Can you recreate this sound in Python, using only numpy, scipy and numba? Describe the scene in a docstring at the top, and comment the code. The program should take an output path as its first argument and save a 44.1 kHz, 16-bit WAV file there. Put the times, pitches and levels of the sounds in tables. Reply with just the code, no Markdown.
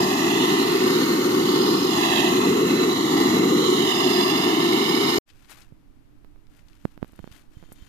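"""A hand-held gas torch roars into an open steel pot, close to a phone with two microphone ports. The swirling
flame is heard directly and as echoes off the steel; the air in the pot rings, and the tone shifts as the hand
moves. Just after 5 s the sound drops out abruptly. After a short silence the quiet workshop comes in, with a
finger rumbling on the right port and fingers rubbing, then bumping and ticking on the phone. In the last second
a piece of steel is faintly brushed."""
import sys
import numpy as np
from scipy import signal
from scipy.fft import rfft, irfft
from scipy.io import wavfile
from scipy.ndimage import uniform_filter1d
from numba import njit

SR = 44100
rng = np.random.default_rng(int(sys.argv[2]) if len(sys.argv) > 2 else 0)


def wav_record(signal):
    """Record a signal, one row per channel, as 16-bit PCM in the file named by sys.argv[1]."""
    frames = np.transpose(np.atleast_2d(signal))
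    bounded = np.clip(frames, -1, 1)
    # unit amplitude maps onto the largest positive 16-bit level
    quanta = np.round(bounded * 32767).astype(np.int16)
    wavfile.write(sys.argv[1], SR, quanta)


N = 347508
TIME, FREQ = np.arange(N) / SR, np.arange(N // 2 + 1) * SR / N

# the hand on the torch: t/s, lag of the bottom echo/ms, reach across the pot, swing sideways
# (both about -1..1), roar gain/dB, hiss gain/dB, shift of the bands' pitches/%
HAND_PATH = [(0.0, 1.04, -0.32, 0.33, 2, 3.1, -1.5), (0.18, 1.005, -0.51, 0.38, -0.2, 3.3, -2.3),
             (0.4, 0.94, 0.54, 0.31, -1, 2.9, -1), (0.58, 0.95, 0.27, -0.3, -1, 2.1, -0.3),
             (0.78, 0.85, -0.11, -0.56, -2, 1.7, -1.3), (0.98, 0.79, -0.37, -0.63, -1.1, 4.4, 2.8),
             (1.25, 0.81, -0.92, -0.63, -1.8, 1.7, 2.7), (1.55, 0.88, 0.43, -0.58, -0.4, 2.2, 2.5),
             (1.8, 0.84, 0.04, -0.53, -2.5, 1.4, 1.5), (2.0, 1.02, 0.19, 0.35, -0.8, 4.2, -0.95),
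             (2.2, 1.17, 0.87, 0.56, -0.5, 3.9, -1.24), (2.38, 0.84, -0.33, 0.28, 1.5, 2.4, -1.5),
             (2.62, 0.75, -0.36, 0.3, 1.5, 0.44, -1), (2.8, 0.74, -0.72, -0.068, 1.5, 1.7, -2),
             (3.02, 0.94, -0.25, 0.84, -1.8, 0.57, 2.5), (3.22, 0.94, -0.37, 0.082, 2, 3.5, 1),
             (3.42, 0.82, -0.87, 0.49, 2.5, 1, -0.7), (3.65, 0.77, 0.093, 1, -0.4, 1.6, 3.5),
             (3.9, 1, 0.73, 0.66, -2, 2.3, -0.6), (4.25, 1.004, 0.56, -0.58, -1.1, 2.8, -0.85),
             (4.6, 0.98, 0.64, -0.14, -1.4, 0.7, -0.7), (4.9, 0.92, 0.55, -0.42, -2, 2.1, 1.1),
             (5.18, 0.93, 0.003, -0.55, -2, 3.4, 1.45)]
# the flame's basic tone: f/Hz, left level/dB per Hz, right level/dB per Hz
FLAME_TONE = [(59.6, -81, -85.5), (133, -60.6, -63.5), (255.7, -47.5, -49), (389.3, -41, -40.5),
              (551, -50, -57), (843, -60.5, -66), (1050, -56, -80), (1360, -63, -78), (2240, -73.5, -79.5),
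              (4410, -87, -87.5), (6990, -89, -72), (8940, -79, -91.5), (11650.0, -82.5, -82),
              (14500.0, -81, -83.5)]
# how alike the flame is at the two ports: f/Hz, likeness (0..1), phase lead of the left/rad
PORT_LIKENESS = [(90.0, 0.9, 0.13), (250, 1, 0.36), (388, 0.98, 1.36), (560, 0.3, 1.7), (702, 0.9, 1.75),
                 (1081, 0.94, 3.95), (1235, 0.11, 5.96), (1430, 0.3, 7.1), (1803, 0.3, 7.97),
                 (2045, 0.4, 8.34), (2560, 0.04, 10.1), (3080, 0.12, 9), (3650, 0.07, 9.1),
                 (4150, 0.7, 10.3), (4680, 0.04, 7.5), (5800, 0, 6.6), (14000.0, 0.0, 6.5)]
# the hiss, left minus right: level at the centre/dB, change per reach/dB, change per swing/dB
HISS_BALANCE = (0.15, 1.5, -0.8)
# the echo off the pot's curved wall as the flame nears and leaves it: t/s, lag/ms, strength (0..1)
WALL_ECHO = [(0.0, 1.45, 0), (0.22, 1.5, 0.14), (0.42, 1.4, 0.5), (0.6, 1.31, 0.4), (0.76, 1.45, 0.02),
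             (0.95, 1.31, 0.3), (1.25, 1.44, 0.0), (1.5, 1.31, 0.05), (1.8, 1.3, 0.1), (2.0, 1.48, 0.44),
             (2.2, 1.55, 0.35), (2.4, 1.71, 0.3), (2.75, 1.47, 0.03), (3.1, 1.1, 0.3), (3.45, 1.3, 0.07),
             (3.65, 1.27, 0.47), (3.9, 1.36, 0.74), (4.25, 1.44, 0.58), (4.6, 1.34, 0.72),
             (5.18, 1.34, 0.6)]
# the upper hiss at the left port: t/s, gain/dB
SIZZLE_LIFT = [(0, 3), (.2, -2), (.48, 4.5), (.7, 3), (1.0, 0), (1.45, 1), (1.9, -2), (2.6, 1.5), (3.3, -4),
               (4.1, -1.5), (4.9, -1), (5.18, 6)]
# peaks and dips in the roar, from the pot's ringing and, in the top treble, the ports' colouring:
# f/Hz, width/Hz, left gain/dB, right gain/dB, change per reach/dB, change per swing/dB,
# multiplier on the hand's pitch shift
ROAR_BANDS = [(384, 170, -0.6, -0.87, 3.5, -0.5, 5.5), (583, 160, -17.5, -12, -11, -2, 4),
              (1017, 103, 2.5, 16.5, 1.4, 1, 0.1), (1488, 300, -7, 3, -1, -5, 1),
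              (1797, 42, 5, 11, 0.5, -4, 0.5), (2470, 340, 0, -5, -1.5, -5.5, 3),
              (2764, 263, 1.9, 16.5, 3.5, 0.4, 2.5), (3295, 37, 0.5, 0.5, 2, 0.5, -1),
              (3430, 660, 8, 9.5, 3, 1.6, 1.5), (4126, 284, 11.5, 20.5, 0.9, 0.04, 0.64),
              (4313, 490, -1, -7, -4.5, -2, 2.5), (4835, 410, 8.5, 7, 2, -3, 0),
              (5830, 180, 11.5, 3.5, -2.5, 3, 0.5), (6970, 380, 13, 3.5, -0.5, 3.5, 0.5),
              (8190, 790, -7, -8, -1.5, -2.5, -1), (9170, 410, 4.5, 2.5, 1, 1, 1.2),
              (11960, 780, 7.5, 6.5, 0, -1.5, 0.5), (14100, 600, 4, 5, -1, 0, 0)]
# the pot's broad ring, between the two gaps below: t/s, f/Hz, gain/dB
BROAD_RING = [(0, 1990, 14), (.35, 1950, 16), (.95, 2050, 15), (1.25, 2090, 13.5), (1.75, 2030, 7.5),
              (2.1, 1990, 14), (2.7, 2040, 18.5), (3.1, 1980, 14.5), (3.4, 2040, 19), (3.9, 1980, 11),
              (4.3, 2060, 9.5), (4.8, 2150, 14), (5.18, 2130, 13.5)]
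# two narrow gaps in the roar: t/s, lower f/Hz, upper f/Hz
GAP_PITCHES = [(0, 1540, 2220), (.65, 1600, 2200), (.95, 1680, 2500), (1.25, 1640, 2380), (1.5, 1625, 2440),
               (1.75, 1625, 2230), (2.05, 1530, 2350), (2.35, 1490, 2200), (2.6, 1630, 2400),
               (2.85, 1647, 2422), (3.1, 1560, 2487), (3.4, 1614, 2411), (3.65, 1670, 2440),
               (3.9, 1496, 2470), (4.2, 1460, 2460), (4.5, 1550, 2454), (5.18, 1630, 2530)]
# the steady note of the pot's air column: f/Hz, width/Hz, left gain/dB, right gain/dB
AIR_COLUMN = (369, 28, 3.8, 3.9)
# the lower narrow ring across the pot's mouth: t/s, f/Hz, gain/dB
LOWER_RING = [(0.0, 4180, 7), (0.35, 4060, 0), (0.6, 4160, 8.5), (0.85, 4190, 5.5), (1.1, 4100, 5.5),
              (1.35, 4250, -3), (1.7, 4200, 8.5), (2.1, 4070, 0), (2.35, 4080, 9.5), (2.6, 4050, 7.5),
              (2.85, 4005, 14), (3.1, 3810, 8.5), (3.35, 3950, 11), (3.6, 3980, 5.5), (3.85, 4125, -1.5),
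              (4.1, 4165, 5.5), (4.35, 4200, 4), (4.7, 4070, 7.5), (5.18, 4070, 6)]
# the upper ring, which glides further: t/s, f/Hz, gain/dB
UPPER_RING = [(0.0, 4946.0, 14.5), (0.3, 4870, 2.1), (0.5, 5000, -16), (0.7, 4813.0, 7.5),
              (0.92, 5067.0, 8), (1.2, 4740, -3), (1.45, 4720, 6), (1.8, 5160, 14), (2.05, 4880, 5),
              (2.3, 4660.0, -3.5), (2.7, 4730, 0), (3.15, 4720, 10), (3.6, 5206.0, 4.5), (3.9, 5020, 7.5),
              (4.2, 5010, 12.5), (4.6, 5050, 6.5), (4.85, 5065.0, 10.5), (5.18, 5048.0, 12.5)]
# quiet room noise, with the low rumble of a finger on the right port:
# f/Hz, left level/dB per Hz, right level/dB per Hz
ROOM_AND_RUMBLE = [(25, -102, -63.5), (60, -85, -75.5), (118, -98, -77), (205, -83, -90), (306, -79.5, -99),
                   (463, -97, -99), (1010, -99, -104), (2500, -107, -111), (5860, -115, -119),
                   (9000, -117, -125), (13000, -117, -119)]
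# a finger sliding by the left port: start t/s, length/s, relative level/dB
FINGER_STROKES = [(5.255, 0.03, -43), (5.336, 0.17, -52.5), (5.476, 0.063, -39), (5.553, 0.068, -46.5),
                  (6.49, 0.11, -55.5), (6.644, 0.3, -57.5), (6.994, 0.38, -56), (7.29, 0.12, -51.5),
                  (7.495, 0.27, -56), (7.76, .15, -51.5)]
# the tone of the rubbing: f/Hz, relative level/dB
RUB_TONE = [(100, -11), (330, 0), (500, -4), (1000, 0), (1700, 1), (3200, -2), (5000, -6), (7000, -8),
            (9000, -10), (14000, -11)]
# the bands that the rubbing sets ringing: f/Hz, width/Hz, gain/dB
RUB_BANDS = [(1430, 110, 2.5), (2700, 120, 2)]
# short dry scratches by the left port: t/s, level/dB, decay time/s, centre f/Hz
SKIN_SCRATCHES = [(5.291, -44, .008, 2580), (5.3, -47, .008, 3000), (5.446, -52, .005, 2600),
                  (5.503, -46, 0.023, 11500), (5.605, -46, .002, 9000), (5.619, -48, .008, 3500),
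                  (6.469, -54, .0015, 3500), (6.549, -54, 0.0022, 2960), (6.566, -58, .003, 10000),
                  (6.592, -49, 0.0023, 2000), (6.684, -50, .003, 3500), (6.732, -53, .0025, 2980),
                  (6.754, -50, .002, 2800), (6.846, -58, .01, 9000), (7.078, -54, .003, 10000),
                  (7.121, -50, .0015, 12000), (7.161, -52, .0015, 11000), (7.322, -54, .015, 2500),
                  (7.333, -54, .004, 10000), (7.724, -41, 0.0075, 12500)]
# soft bumps of the grip: t/s, level at the top of the swell/dB, starting f/Hz
GRIP_BUMPS = [(5.722, -30, 196), (7.198, -28, 170), (7.312, -36, 130), (7.569, -29, 123),
              (7.822, -32.5, 110)]
# fingertip ticks on the right port: t/s, peak level/dB, brightness/dB per octave
FINGER_TICKS = [(5.724, -37, -3), (6.247, -33, 5), (6.36, -40.5, 4), (6.8537, -5, -1), (6.977, -26, 4),
                (7.021, -30, 1), (7.0287, -9, -0.5), (7.046, -25.5, 4), (7.0962, -39, 3), (7.134, -34.5, 1),
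                (7.1886, -37, 5), (7.1919, -22.5, 3.5), (7.198, -43, 4), (7.2426, -21.5, 1.5),
                (7.276, -24, 3), (7.627, -30, 3), (7.6327, -36, 0), (7.639, -33, 2), (7.69, -39, 3),
                (7.7203, -26, 3.5)]
# the tone of a tick: f/Hz, relative level/dB
TICK_TONE = [(40.0, -12), (100.0, -2), (200.0, 3), (400.0, -5.5), (800.0, -15), (1500.0, -22),
             (3000.0, -36), (5000.0, -46), (8000.0, -64.0), (14000.0, -50)]
# strokes over a piece of steel: start t/s, length/s, level/dB
STEEL_STROKES = [(7.15, 0.13, -65), (7.3, 0.08, -67), (7.522, 0.25, -67), (7.757, 0.14, -62.5)]
# the bands in which that steel rings: f/Hz, width/Hz, relative level/dB
STEEL_BANDS = [(1490, 100, -4), (2000, 130, -3), (3140, 150, 4), (3620, 170, -1), (4380, 240, -5),
               (5650, 300, -12), (6770, 650, -6)]


def undb(db):
    """Turn decibels into a factor to multiply by."""
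    return 10 ** (np.asarray(db) / 20)


def curves(table):
    """Join the rows of a table over time: each column gets a value at every sample."""
    times, *columns = np.transpose(table)
    return [np.interp(TIME, times, column) for column in columns]


def spectra(table):
    """Join the rows of a table over frequency: each column gets a value at every frequency."""
    hz, *columns = np.transpose(table)
    return np.array([np.interp(np.log(FREQ + 1), np.log(hz + 1), column) for column in columns])


def shape(sound, gain):
    """Change the tone with one gain for each frequency."""
    return irfft(rfft(sound) * gain, N)


def white_pair():
    """Two unrelated white noises of 0 dB per Hz."""
    return rng.standard_normal((2, N)) * np.sqrt(SR / 2)


def wander(rate):
    """A smooth random wobble of typical size 1, with `rate` new values a second."""
    hold = max(int(SR / rate), 1)
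    steps = rng.standard_normal(N)[np.arange(N) // hold]
    smooth = uniform_filter1d(uniform_filter1d(steps, hold), hold)
    return smooth / smooth.std()


def delayed(channels, lag_ms):
    """Make each channel late by a lag that may move."""
    sent = TIME - lag_ms / 1000
    return np.array([np.interp(sent, TIME, x, left=0) for x in channels])


@njit
def moving_band(sound, hz, width_hz):
    """Keep one band around a moving centre, with gain 1 there (a state-variable filter)."""
    out, band_state, low_state = np.empty(len(sound)), 0., 0.
    for i in range(len(sound)):
        step, damping = np.tan(np.pi * hz[i] / SR), width_hz / hz[i]
        band = (band_state + step * (sound[i] - low_state)) / (1 + step * (step + damping))
        band_state = 2 * band - band_state
        low_state += 2 * step * band
        out[i] = damping * band
    return out


def bandpass(sound, hz, width_hz):
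    """Keep one band; its centre may be a number or a curve."""
    return moving_band(sound, hz * np.ones(N), float(width_hz))


def resonate(pair, hz, width_hz, left_db, right_db):
    """Lift or dip one band in each channel."""
    return np.array([x + (undb(db) - 1) * bandpass(x, hz, width_hz)
                     for x, db in zip(pair, (left_db, right_db))])


def flame(roar_db, hiss_db, balance_db, split_hz=1000, flutter_db=0.62, sputter_db=0.8):
    """Burning swirls roar and the gas jet hisses; the ports share the lows but differ in the highs."""
    shared, own = rfft(white_pair())
    likeness, lead = spectra(PORT_LIKENESS)
    right = (np.sqrt(likeness) * shared + np.sqrt(1 - likeness) * own) * np.exp(-1j * lead)
    swirls = np.array([shared, right]) * undb(spectra(FLAME_TONE))
    low_share = 1 / (1 + (FREQ / split_hz) ** 4)
    roar = irfft(swirls * low_share, N) * undb(roar_db + flutter_db * wander(35))
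    side_db = np.array([balance_db, -balance_db]) / 2
    hiss = irfft(swirls * (1 - low_share), N) * undb(hiss_db + side_db + sputter_db * wander(160))
    return roar + hiss


def echoes(sound, bottom_ms, bottom_gain=0.89, blur_hz=1110, wall_hz=3820, wall_width_hz=1035):
    """Nearby steel sends the flame's sound back, making peaks and dips that slide with the hand."""
    # the flame is long, so its echo off the bottom blurs away in the highs
    bottom = shape(sound, bottom_gain / (1 + (FREQ / blur_hz) ** 2))
    wall_ms, strength = curves(WALL_ECHO)
    focus = 1 / (1 + ((FREQ - wall_hz) / wall_width_hz) ** 2)

    def bounce(x):
        """The curved wall throws the hiss mostly at the right port."""
        return delayed(shape(x, focus), wall_ms) * strength * np.array([[0.49], [1]])

    wall = bounce(sound)
    return sound + delayed(bottom, bottom_ms) + wall + 0.9 * bounce(wall)  # twice: sharper peaks


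def late_bounces(sound, bottom_ms, from_hz=700, count=8):
    """Weak later bounces in the pot and off the stand put fine, drifting ripples in the hiss."""
    bright = shape(sound, FREQ / np.hypot(FREQ, from_hz))
    # each path: lag/ms, share of the bottom echo's moving lag, gain
    paths = rng.uniform((2.5, -.5, -.13), (14, .5, .13), (count, 3))
    return sound + sum(gain * delayed(bright, ms + share * bottom_ms) for ms, share, gain in paths)


def rim_glints(sound, from_hz=3600, count=3, tremor_ms=0.045, port_gains=(0.3, 0.2)):
    """The rim mirrors the highs to each port by short paths, whose lags waver as the hand trembles."""
    highs = shape(sound, 1 / np.sqrt(1 + (from_hz / (FREQ + 1)) ** 6))
    out = []
    for channel, bright, gain in zip(sound, highs, port_gains):
        lags_ms = [rng.uniform(1.2, 3.6) + tremor_ms * wander(3.5) for _ in range(count)]
        mirrored = sum(gain * delayed([bright], ms)[0] for ms in lags_ms)
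        glinting = (bright + mirrored) / np.sqrt(1 + count * gain ** 2)  # about as loud as before
        out.append(channel - bright + glinting)
    return np.array(out)


def sizzle(sound, centre_hz=5600, width_hz=2800):
    """The upper hiss swells and sinks at the left port."""
    return resonate(sound, centre_hz, width_hz, left_db=curves(SIZZLE_LIFT)[0], right_db=0)


def pot_and_ports(sound, reach, swing, shift_percent):
    """The pot rings and the ports colour the top treble; the peaks and dips move with the flame."""
    for hz, width_hz, left_db, right_db, per_reach, per_swing, follows in ROAR_BANDS:
        place_db = per_reach * reach + per_swing * swing
        tuning = 1 + follows * shift_percent / 100
        sound = resonate(sound, hz * tuning, width_hz, left_db + place_db, right_db + place_db)
    return sound


def gliding_ring(sound, ring, width_hz, left_share):
    """A sharp ring of the pot glides and flares as the flame moves, mostly at the right port."""
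    hz, db = curves(ring)
    return resonate(sound, hz, width_hz, left_share * db, db)


def gaps(sound, lower_width_hz=90, upper_width_hz=125):
    """The direct sound and its echoes cancel in two steep gaps, which slide with the hand."""
    lower_hz, upper_hz = curves(GAP_PITCHES)
    for _ in range(2):  # the second pass doubles the dip in dB
        sound = resonate(sound, lower_hz, lower_width_hz, left_db=-7, right_db=-7)
        sound = resonate(sound, upper_hz, upper_width_hz, left_db=-14, right_db=-14)
    return sound


def torch(fade_in_s=0.005):
    """The moving flame, coloured by the echoes, the ringing pot and the ports."""
    bottom_ms, reach, swing, roar_db, hiss_db, shift_percent = curves(HAND_PATH)
    centre_db, per_reach, per_swing = HISS_BALANCE
    balance_db = centre_db + per_reach * reach + per_swing * swing
    sound = flame(roar_db, hiss_db, balance_db) * np.minimum(TIME / fade_in_s, 1)
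    sound = echoes(sound, bottom_ms)
    sound = late_bounces(sound, bottom_ms)
    sound = sizzle(rim_glints(sound))
    sound = pot_and_ports(sound, reach, swing, shift_percent)
    sound = gliding_ring(sound, BROAD_RING, width_hz=153, left_share=0.75)
    sound = resonate(gaps(sound), *AIR_COLUMN)
    sound = gliding_ring(sound, LOWER_RING, width_hz=72, left_share=0.7)
    sound = gliding_ring(sound, UPPER_RING, width_hz=120, left_share=0.38)
    bass_cut = signal.butter(2, 40, "high", fs=SR, output="sos")  # a small flame has no deep bass
    return signal.sosfilt(bass_cut, sound)


def room_and_rumble(hum_hz=290, hum_db=-66, right_share=0.28):
    """Quiet room noise, a finger's low rumble on the right port and a distant machine's wavering hum."""
    noise = shape(white_pair(), undb(spectra(ROOM_AND_RUMBLE)))
    cycles = np.cumsum(hum_hz + 8 * wander(20)) / SR
    hum = np.sqrt(2) * np.sin(2 * np.pi * cycles) * undb(hum_db + 2 * wander(6.2))
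    return noise + hum * np.array([[1], [right_share]])


def strokes(table, rise_s=0.035, decay_s=0.028):
    """The loudness of a run of slides: each gathers speed, holds and dies away."""
    out = np.zeros(N)
    for start, length, db in table:
        rise = np.clip((TIME - start) / rise_s, 0, 1)
        fall = np.exp(-np.maximum(TIME - start - length, 0) / decay_s)
        out += undb(db) * rise * fall
    return out


def rubbing(resting_db=-72.5, gain_db=-7, grain_db=2.5):
    """Skin sticks and slips on the phone's case: grainy noise that rings a little in two bands."""
    sliding = undb(resting_db) + strokes(FINGER_STROKES)
    loudness = sliding * undb(gain_db + grain_db * wander(350))
    noise = shape(rng.standard_normal(N), undb(spectra(RUB_TONE)[0]))
    for hz, width_hz, db in RUB_BANDS:
        noise += (undb(db) - 1) * bandpass(noise, hz, width_hz)
    return loudness * noise / noise.std()


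def scratches(width_ratio=1.6):
    """The skin catches and lets go: brief rasps, some dull and some bright."""
    noise, out = rng.standard_normal(N), np.zeros(N)
    for start, db, decay_s, hz in SKIN_SCRATCHES:
        width_hz = width_ratio * hz
        rasp = bandpass(bandpass(noise, hz, width_hz), hz, width_hz)
        fade = (TIME > start) * np.exp(-abs(TIME - start) / decay_s)
        out += undb(db) * fade * rasp / rasp.std()
    return out


def bumps(swell_s=0.0026, sag_s=0.0076):
    """The grip shifts: a cycle or two of low pressure swing that sags in pitch."""
    out = np.zeros(N)
    for start, db, hz in GRIP_BUMPS:
        age = np.maximum(TIME - start, 0)
        cycles = hz * sag_s * np.log(1 + age / sag_s)
        swell = age / swell_s * np.exp(1 - age / swell_s)
        out -= undb(db) * swell * np.sin(2 * np.pi * cycles)
    return out


def ticks(leak_s=0.00038, pivot_hz=500):
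    """A fingertip seals the port: one spike of pressure leaks away; light touches are brighter."""
    leak = np.exp(-1j * np.arctan(2 * np.pi * FREQ * leak_s))  # steep rise, slower fall
    tone = undb(spectra(TICK_TONE)[0]) * leak
    octaves = np.log2(1 + FREQ / pivot_hz)
    out = np.zeros(N)
    for start, db, brightness in FINGER_TICKS:
        spike = irfft(tone * undb(brightness * octaves), N)
        out += undb(db) * np.roll(spike / spike.max(), int(start * SR))
    return out


def brushed_steel(right_share=0.14, grain_db=3):
    """A piece of steel is brushed: a faint, grainy scrape that rings in several bands."""
    scrape = rng.standard_normal(N) * undb(grain_db * wander(180))
    ring = np.zeros(N)
    for hz, width_hz, db in STEEL_BANDS:
        ring += undb(db) * bandpass(bandpass(scrape, hz, width_hz), hz, width_hz)
    return strokes(STEEL_STROKES) * ring / ring.std() * np.array([[1], [right_share]])


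def scene(cut_s=5.1846, resume_s=5.255, fade_in_s=0.083):
    """The torch's roar until the sound drops out; a short silence; then the room, the fingers and the steel."""
    rub = rubbing() + scratches()
    touch = bumps() + ticks()
    # rubs are on the left and touches on the right; each reaches the far port only faintly
    fingers = np.array([rub + undb(-42) * touch, touch + undb(-22) * rub])
    roar = torch() * (TIME < cut_s)
    fade_in = np.clip((TIME - resume_s) / fade_in_s, 0, 1)
    return roar + (room_and_rumble() + fingers + brushed_steel()) * fade_in


def record(dry, top_hz=14270):
    """The phone cuts off the highest treble."""
    return signal.sosfilt(signal.ellip(12, .1, 80, top_hz, fs=SR, output="sos"), dry)


dry = scene()
out = record(dry)
wav_record(out)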